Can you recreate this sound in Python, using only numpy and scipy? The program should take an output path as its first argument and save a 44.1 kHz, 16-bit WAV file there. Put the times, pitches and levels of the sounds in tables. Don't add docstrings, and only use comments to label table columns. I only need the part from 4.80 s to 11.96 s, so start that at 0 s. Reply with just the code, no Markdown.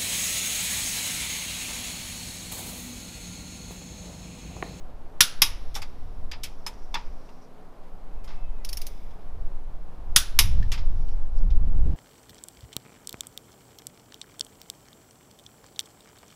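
import sys
import numpy as np
from scipy import signal
from scipy.fft import rfft, irfft
from scipy.io import wavfile

SR = 44100
rng = np.random.default_rng(int(sys.argv[2]) if len(sys.argv) > 2 else 0)


def persist_wave(psi):
    counts = np.round(np.clip(psi, -1, 1) * 32767).astype(np.int16)
    wavfile.write(sys.argv[1], SR, np.atleast_2d(counts).T)


N = 315756

# freq_hz, density_db
AIR_SPECTRUM = [(60, -14.5), (110, -7.5), (200, -7), (320, -9), (450, -8.5), (720, -9.5), (1100, -14.5),
                (1840, -25.5), (3000, -31), (4400, -34), (5600, -37), (7100, -40.5), (15000, -43.5)]
# pitch_hz, early_level_db, late_level_db
HUM_LINES = [(142.3, -68.5, -60), (178.5, -67.5, -63), (176, -67.5, -72.5), (256, -63, -73),
             (430, -67, -80.5), (738, -68, -69)]
# start_s, end_s, level_db
HISS_PASSES = [(1.604, 2.69, -69.5), (6.119, 6.381, -70.5), (6.532, 6.65, -68)]
# freq_hz, density_db
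HISS_SPECTRUM = [(3000, -30), (4500, -9), (5400, -4), (5950, -4), (6300, -22), (6570, -12), (7000, -20),
                 (15000, -32)]
# time_s, pitch_hz, level_db
SQUEAK_CURVE = [(3.27, 507, -82), (3.47, 526, -68), (3.69, 520, -67), (3.84, 500, -75)]
# harmonic_number, gain_db
SQUEAK_HARMONICS = [(4, -4), (5, 0), (6, -10)]

# time_s, pressure_db, flutter_db
DRAUGHT_CURVE = [(0.0, -38, -41.5), (0.26, -48, -57), (0.68, -35, -42), (1.32, -41.5, -47.5),
                 (1.44, -37, -40.5), (1.74, -45, -56), (2.28, -38.5, -52.5), (2.681, -61, -64),
                 (3.58, -31.5, -49.5), (4.44, -42, -52.5), (4.66, -30, -43.5), (5.16, -43, -58),
                 (5.2, -30.5, -46.5), (5.54, -30.5, -45.5), (5.64, -21.5, -23), (6.54, -24.5, -43.5),
                 (6.68, -19, -29), (7.14, -22, -29.5)]
# peak_s, strength_db, half_width_s
GUST_PEAKS = [(5.61, -40, 0.026), (5.702, -46, 0.044), (5.793, -50, .05), (6.1, -51.5, 0.091),
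              (6.283, -47, 0.064), (6.663, -43, .06), (6.75, -49, 0.072), (6.878, -41.5, 0.069),
              (6.973, -39.5, 0.042), (7.11, -33, 0.069)]
# freq_hz, density_db
HEAVE_SPECTRUM = [(2, -11.5), (5, 0.5), (10, 2), (16, -6), (26, -22.5), (60, -60.5), (800, -130)]
PRESSURE_SPECTRUM = [(8, -16.5), (17, 1.5), (26, 3.5), (44, -6), (60, -15), (90, -30), (160, -57),
                     (2000, -120)]
FLUTTER_SPECTRUM = [(30, -21), (55, 11.5), (75, 6.5), (110, -4), (170, -15), (300, -30), (600, -47),
                    (4000, -100)]
TURBULENCE_SPECTRUM = [(70, -15.5), (140, 1.5), (260, -11), (480, -20.5), (1200, -42.5), (4000, -49.5),
                       (12000, -62.5)]

# freq_hz, density_db
GARAGE_SPECTRUM = [(200, -17.5), (900, -1.5), (1400, -1.5), (2250, -2), (3000, -1), (3700, 0.5), (4500, -2),
                   (5600, 0.5), (7000, -17.5), (9500, -15.5), (10800, -9.5), (12000, -15.5), (15000, -19.5)]
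# freq_hz, t60_s
BAY_DECAY = [(200, 0.29), (1400, 0.53), (3800, 0.34), (6000, .34), (8000, 0.28), (10000, 0.24),
             (10800, 0.33), (11600, 0.13), (15000, .27)]

# start_s, level_db, bass_db, treble_db, t60_s, hollow_hz, ping_hz, ping_db, rebound_delay_s
SOCKET_KNOCKS = [(0.9428, -42, -11.5, 7, 0.12, 820, 5660, -15, 0),
                 (0.9517, -30.5, -13, 2.5, 0.099, 845, 5560, -7, 0.00027),
                 (0.9607, -39, 14, 8, 0.12, 825, 3550, -3, 0.00022),
                 (1.0187, -34, -1.5, 2, 0.062, 830, 4700, -3.5, 0.0051),
                 (1.5144, -31.5, -6, -5.5, 0.071, 930, 4890, -5, 0.017),
                 (1.6343, -29, -18, 8, 0.084, 906, 5340, -6.5, 0.012),
                 (1.8645, -29.5, 3.5, 6.5, 0.076, 932, 5200, 1.5, 0.0036),
                 (2.1422, -24, 3, -4, .045, 912, 3490, -3.5, 0.0094),
                 (2.49, -58, 15, -1, .11, 907, 2715, -1, 0.00074),
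                 (3.035, -63, -10, -4, .05, 920, 3500, -8, 0),
                 (3.4407, -53, -1, 8, 0.12, 930, 5230, -7, 0.0016),
                 (3.4762, -50, 10.5, -9, 0.4, 922, 5000, -9, 0.025),
                 (4.3058, -58, 11, -4, 0.082, 920, 3390, -5, 0),
                 (5.8262, -44, -8, -7, .045, 910, 1795, 2, 0),
                 (5.9175, -28, -8, 1.5, 0.11, 911, 3460, -22, 0.021),
                 (5.9757, -41.5, 5, -12, 0.18, 915, 5460, -15, 0),
                 (6.2872, -53, -2, -8, 0.061, 920, 3000, -9, 0),
                 (6.7028, -49, -14, -10, 0.11, 920, 3690, -6, 0.0014)]
# freq_hz, density_db
SOCKET_SPECTRUM = [(200, -19), (550, -16), (920, -17.5), (1150, -2.5), (1600, -6), (2300, -0.5),
                   (2900, -4.5), (3550, -2.5), (4200, -6.5), (5200, -3), (6500, -10), (8500, -17),
                   (12500, -18), (15000, -26)]
# start_s, level_db, treble_db, ping_hz, ping_db
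PAWL_TICKS = [(3.8476, -29.5, -6, 5730, -24), (3.89, -32, -1, 4590, -3), (3.9295, -29.5, -1.5, 5370, -1),
              (3.9712, -32, 1.5, 5480, 0), (4.0162, -33.5, -1, 4850, -2), (4.0671, -33, 1.5, 6000, -17)]
# freq_hz, density_db
PAWL_SPECTRUM = [(800, -15), (2000, -9.5), (2800, -4), (3500, -5.5), (5500, 1.5), (6400, -0.5), (7400, -13),
                 (9500, -5.5), (10600, -0.5), (11100, -8), (11600, 0), (12500, -7), (15000, -4.5)]
HEAD_RING_SPECTRUM = [(1500, -16), (2300, 1.5), (2800, -12), (3500, -2), (4200, -13), (5200, -3),
                      (6200, -14), (7500, -18), (15000, -16)]
# start_s, level_db, is_back (0 snaps over, 1 snaps back), treble_db
HINGE_SNAPS = [(0.4063, -8.5, 0, 0), (0.619, -11, 1, -2.5), (5.3614, -10.5, 0, 2.5),
               (5.5895, -11.5, 1, -0.5)]
# pitch_hz, snap_over_db, snap_back_db, t60_s
WRENCH_MODES = [(915, -19, -14, .15), (1147, -15, -14, .14), (1429, -12, -21, .16), (2124, -14, -9, .11),
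                (2336, -15, -10, .11), (2549, -14, -8, .11), (2980, -11, -9, .11), (3310, -5, -8, .11),
                (3545, 3, -10, .12), (3819, -6, -5, .14), (4955, -7, -4, .1), (5173, -4, -5, .11),
                (5383, -4, -9, .11), (5717, -1, -9, .12), (8336, -13, -22, .08), (10595, -10, -10, .11),
                (10717, -11, -11, .15), (10925, -9, -10, .13), (12621, -14, -9, .07)]
# freq_hz, density_db
SNAP_OVER_SPECTRUM = [(100, -7.5), (300, -14.5), (560, -29), (950, -14.5), (1450, -1.5), (1950, -10),
                      (3600, -0.5), (4400, -1.5), (5700, -3), (7700, -10.5), (9400, -10.5), (10800, -3),
                      (11600, -12.5), (15000, -13)]
SNAP_BACK_SPECTRUM = [(100, -13.5), (300, -13.5), (600, -26), (950, -4), (1500, -11), (2300, -2.5),
                      (3700, 0), (4300, -6.5), (5200, 2), (6100, -3.5), (7900, -13), (10900, -2.5),
                      (12700, -4), (15000, -16.5)]


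def amp(db):
    return 10 ** (np.asarray(db) / 20)


def unit_rms(x):
    return x / np.sqrt(np.mean(x ** 2) + 1e-20)


def curve_at(points, hz):
    freq_hz, value = np.transpose(points)
    return np.interp(np.log(hz + 1), np.log(freq_hz + 1), value)


def add(mix, start_s, sound):
    part = mix[round(start_s * SR):][:len(sound)]
    part += sound[:len(part)]


def noise(spectrum, bass_db=0, treble_db=0, size=N):
    hz = np.fft.rfftfreq(size, 1 / SR)
    colour = unit_rms(amp(curve_at(spectrum, hz)))
    shelves = amp(curve_at([(1000, bass_db), (2600, 0), (5000, 0.014), (9500, treble_db)], hz))
    return irfft(rfft(rng.standard_normal(size)) * colour * shelves, size)


def drift(rate_hz):
    hz = np.fft.rfftfreq(N, 1 / SR)
    return unit_rms(irfft(rfft(rng.standard_normal(N)) / (1 + (hz / rate_hz) ** 4), N))


def decay(t, t60, rise_s=0.000049):
    return (1 - np.exp(-t / rise_s)) * amp(-60 * t / t60)


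def ping(t, hz, t60):
    return np.sqrt(2) * decay(t, t60) * np.sin(2 * np.pi * (hz * t + rng.random(np.shape(hz))))


def cluster(t, hz, t60, width_hz, count=5):
    modes_hz = hz + width_hz * np.linspace(-.5, .5, count)[:, None]
    return ping(t, modes_hz, t60).sum(0) / np.sqrt(count)


def outdoor_air(level_db=-52.5, waver_db=0.48):
    return amp(level_db + waver_db * drift(7.0)) * noise(AIR_SPECTRUM)


def machinery_hum(waver_hz=1.5, swell_db=2):
    crossfade = np.interp(np.arange(N) / SR, [3.2, 3.9], [0, 1])
    hum = np.zeros(N)
    for hz, early_db, late_db in HUM_LINES:
        level_db = early_db + (late_db - early_db) * crossfade + swell_db * drift(0.38)
        cycles = np.cumsum(hz + waver_hz * drift(9.1)) / SR
        hum += amp(level_db) * np.sqrt(2) * np.sin(2 * np.pi * cycles)
    return hum


def hiss(fade_s=0.048, flicker_db=3):
    t = np.arange(N) / SR
    level = sum(amp(db) * np.clip(np.minimum(t - start_s, end_s - t) / fade_s, 0, 1)
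                for start_s, end_s, db in HISS_PASSES)
    return level * amp(-flicker_db * drift(30)) * noise(HISS_SPECTRUM)


def squeak(jitter_hz=5, flicker_db=5):
    t = np.arange(N) / SR
    time_s, pitch_hz, level_db = np.transpose(SQUEAK_CURVE)
    cycles = np.cumsum(np.interp(t, time_s, pitch_hz) + jitter_hz * drift(62)) / SR
    tone = sum(amp(gain_db + flicker_db * drift(16)) * np.sin(2 * np.pi * harmonic * cycles)
               for harmonic, gain_db in SQUEAK_HARMONICS)
    return np.interp(t, time_s, amp(level_db), left=0, right=0) * tone


def eddies(spectrum, window_samples=6001):
    rumble = noise(spectrum)
    window = signal.windows.hann(window_samples)
    power = signal.fftconvolve(rumble ** 2, window / window.sum(), "same")
    return rumble / np.sqrt(power + 1e-4)


def wind(heave_trim_db=-1.23, heave_slope=0.69, flutter_trim_db=-1, gust_flutter_db=4,
         lumpy_db=2.5, patchy_db=2):
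    t = np.arange(N) / SR
    time_s, *curves = np.transpose(DRAUGHT_CURVE)
    pressure_db, flutter_db = (np.interp(t, time_s, curve) for curve in curves)
    gust = sum(amp(db) * np.exp(-((t - peak_s) / half_width_s) ** 2)
               for peak_s, db, half_width_s in GUST_PEAKS)
    heave = amp(heave_trim_db + heave_slope * pressure_db) * eddies(HEAVE_SPECTRUM, 20001)
    push = amp(pressure_db) * eddies(PRESSURE_SPECTRUM)
    flutter_level = np.hypot(amp(flutter_db + flutter_trim_db), amp(gust_flutter_db) * gust)
    flutter = flutter_level * eddies(FLUTTER_SPECTRUM)
    turbulence = gust * noise(TURBULENCE_SPECTRUM) * amp(patchy_db * drift(23))
    buffeting = (push + flutter) * amp(lumpy_db * drift(5))
    return (heave + buffeting + turbulence) * signal.windows.tukey(N, .008)


def garage_reverb(clicks, wet_db=-36, t60=2.7):
    release = decay(np.arange(2 * SR) / SR, t60, rise_s=0.022) ** 2
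    power = np.abs(signal.fftconvolve(clicks ** 2, release / release.sum())[:N])
    return clicks + amp(wet_db) * np.sqrt(power) * noise(GARAGE_SPECTRUM)


def bay_echo(t, spectrum, bass_db=0, treble_db=0, build_s=0.0043):
    hz, time_s, bands = signal.stft(noise(spectrum, bass_db, treble_db, len(t)), SR, nperseg=256)
    fade = amp(-60 * time_s / curve_at(BAY_DECAY, hz)[:, None])
    tail = signal.istft(bands * fade, SR, nperseg=256)[1][:len(t)]
    return tail * (1 - np.exp(-t / build_s))


def knock(level_db, bass_db, treble_db, t60, hollow_hz, ping_hz, ping_db, hollow_db=-15, echo_db=-21):
    t = np.arange(16384) / SR
    clack = decay(t, t60, rise_s=0.0011) * noise(SOCKET_SPECTRUM, bass_db, treble_db, len(t))
    ring = amp(ping_db) * cluster(t, ping_hz, t60=0.071, width_hz=160)
    hollow = amp(hollow_db + bass_db) * cluster(t, hollow_hz, t60=0.2, width_hz=130)
    echo = amp(echo_db) * bay_echo(t, SOCKET_SPECTRUM, bass_db, treble_db)
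    return amp(level_db) * (clack + ring + hollow + echo)


def socket_knocks(min_rebound_s=.004):
    out = np.zeros(N)
    for start_s, db, bass_db, treble_db, t60, hollow_hz, ping_hz, ping_db, rebound_s in SOCKET_KNOCKS:
        add(out, start_s, knock(db, bass_db, treble_db, t60, hollow_hz, ping_hz, ping_db))
        if rebound_s > min_rebound_s:
            rebound = knock(db - 7.5, bass_db + 8, treble_db - 35, t60=0.12,
                            hollow_hz=hollow_hz, ping_hz=2590, ping_db=-7.5)
            add(out, start_s + rebound_s, rebound)
    return out


def ratchet(rattle_db=-13, head_db=-12, linger_db=-30, echo_db=-21):
    out, t = np.zeros(N), np.arange(32768) / SR
    envelope = decay(t, t60=0.036, rise_s=0.00051) + amp(rattle_db) * decay(t, t60=0.096)
    linger_envelope = amp(linger_db) * decay(t, t60=1.36, rise_s=0.011)
    for start_s, level_db, treble_db, ping_hz, ping_db in PAWL_TICKS:
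        tick = envelope * noise(PAWL_SPECTRUM, treble_db=treble_db, size=len(t))
        ring = amp(ping_db) * ping(t, ping_hz, t60=0.032)
        head = amp(head_db) * cluster(t, hz=10600, t60=0.046, width_hz=180)
        linger = linger_envelope * noise(HEAD_RING_SPECTRUM, size=len(t))
        echo = amp(echo_db) * bay_echo(t, PAWL_SPECTRUM, treble_db=treble_db)
        add(out, start_s, amp(level_db) * (tick + ring + head + linger + echo))
    return out


def wrench_snaps(crack_db=3, rattle_db=-5, ring_db=-5.5, echo_db=-16.5):
    out, t = np.zeros(N), np.arange(16384) / SR
    mode_hz, over_db, back_db, mode_t60 = np.transpose(WRENCH_MODES)[:, :, None]
    envelope = amp(crack_db) * decay(t, t60=.036, rise_s=0.00036) + amp(rattle_db) * decay(t, t60=0.14)
    for start_s, level_db, is_back, treble_db in HINGE_SNAPS:
        spectrum = SNAP_BACK_SPECTRUM if is_back else SNAP_OVER_SPECTRUM
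        mode_gains = amp(back_db if is_back else over_db)
        crack = envelope * noise(spectrum, treble_db=treble_db, size=len(t))
        ring = (mode_gains * ping(t, mode_hz, mode_t60)).sum(0) / np.linalg.norm(mode_gains)
        echo = amp(echo_db) * bay_echo(t, spectrum, treble_db=treble_db)
        add(out, start_s, amp(level_db) * (crack + amp(ring_db) * ring + echo))
    return out


def scene():
    tool = garage_reverb(wrench_snaps() + ratchet() + socket_knocks())
    return (tool + hiss() + squeak() + wind() + machinery_hum() + outdoor_air())[None]


def record(dry, cutoff_hz=15400):
    rounded = dry / (1 + np.abs(dry) ** 6) ** (1 / 6)
    padded = np.pad(rounded, ((0, 0), (127, 127)), mode="edge")
    lowpass = signal.firwin(255, cutoff_hz, window=("kaiser", 9), fs=SR)
    return signal.oaconvolve(padded, lowpass[None], "valid")


dry = scene()
out = record(dry)
persist_wave(out)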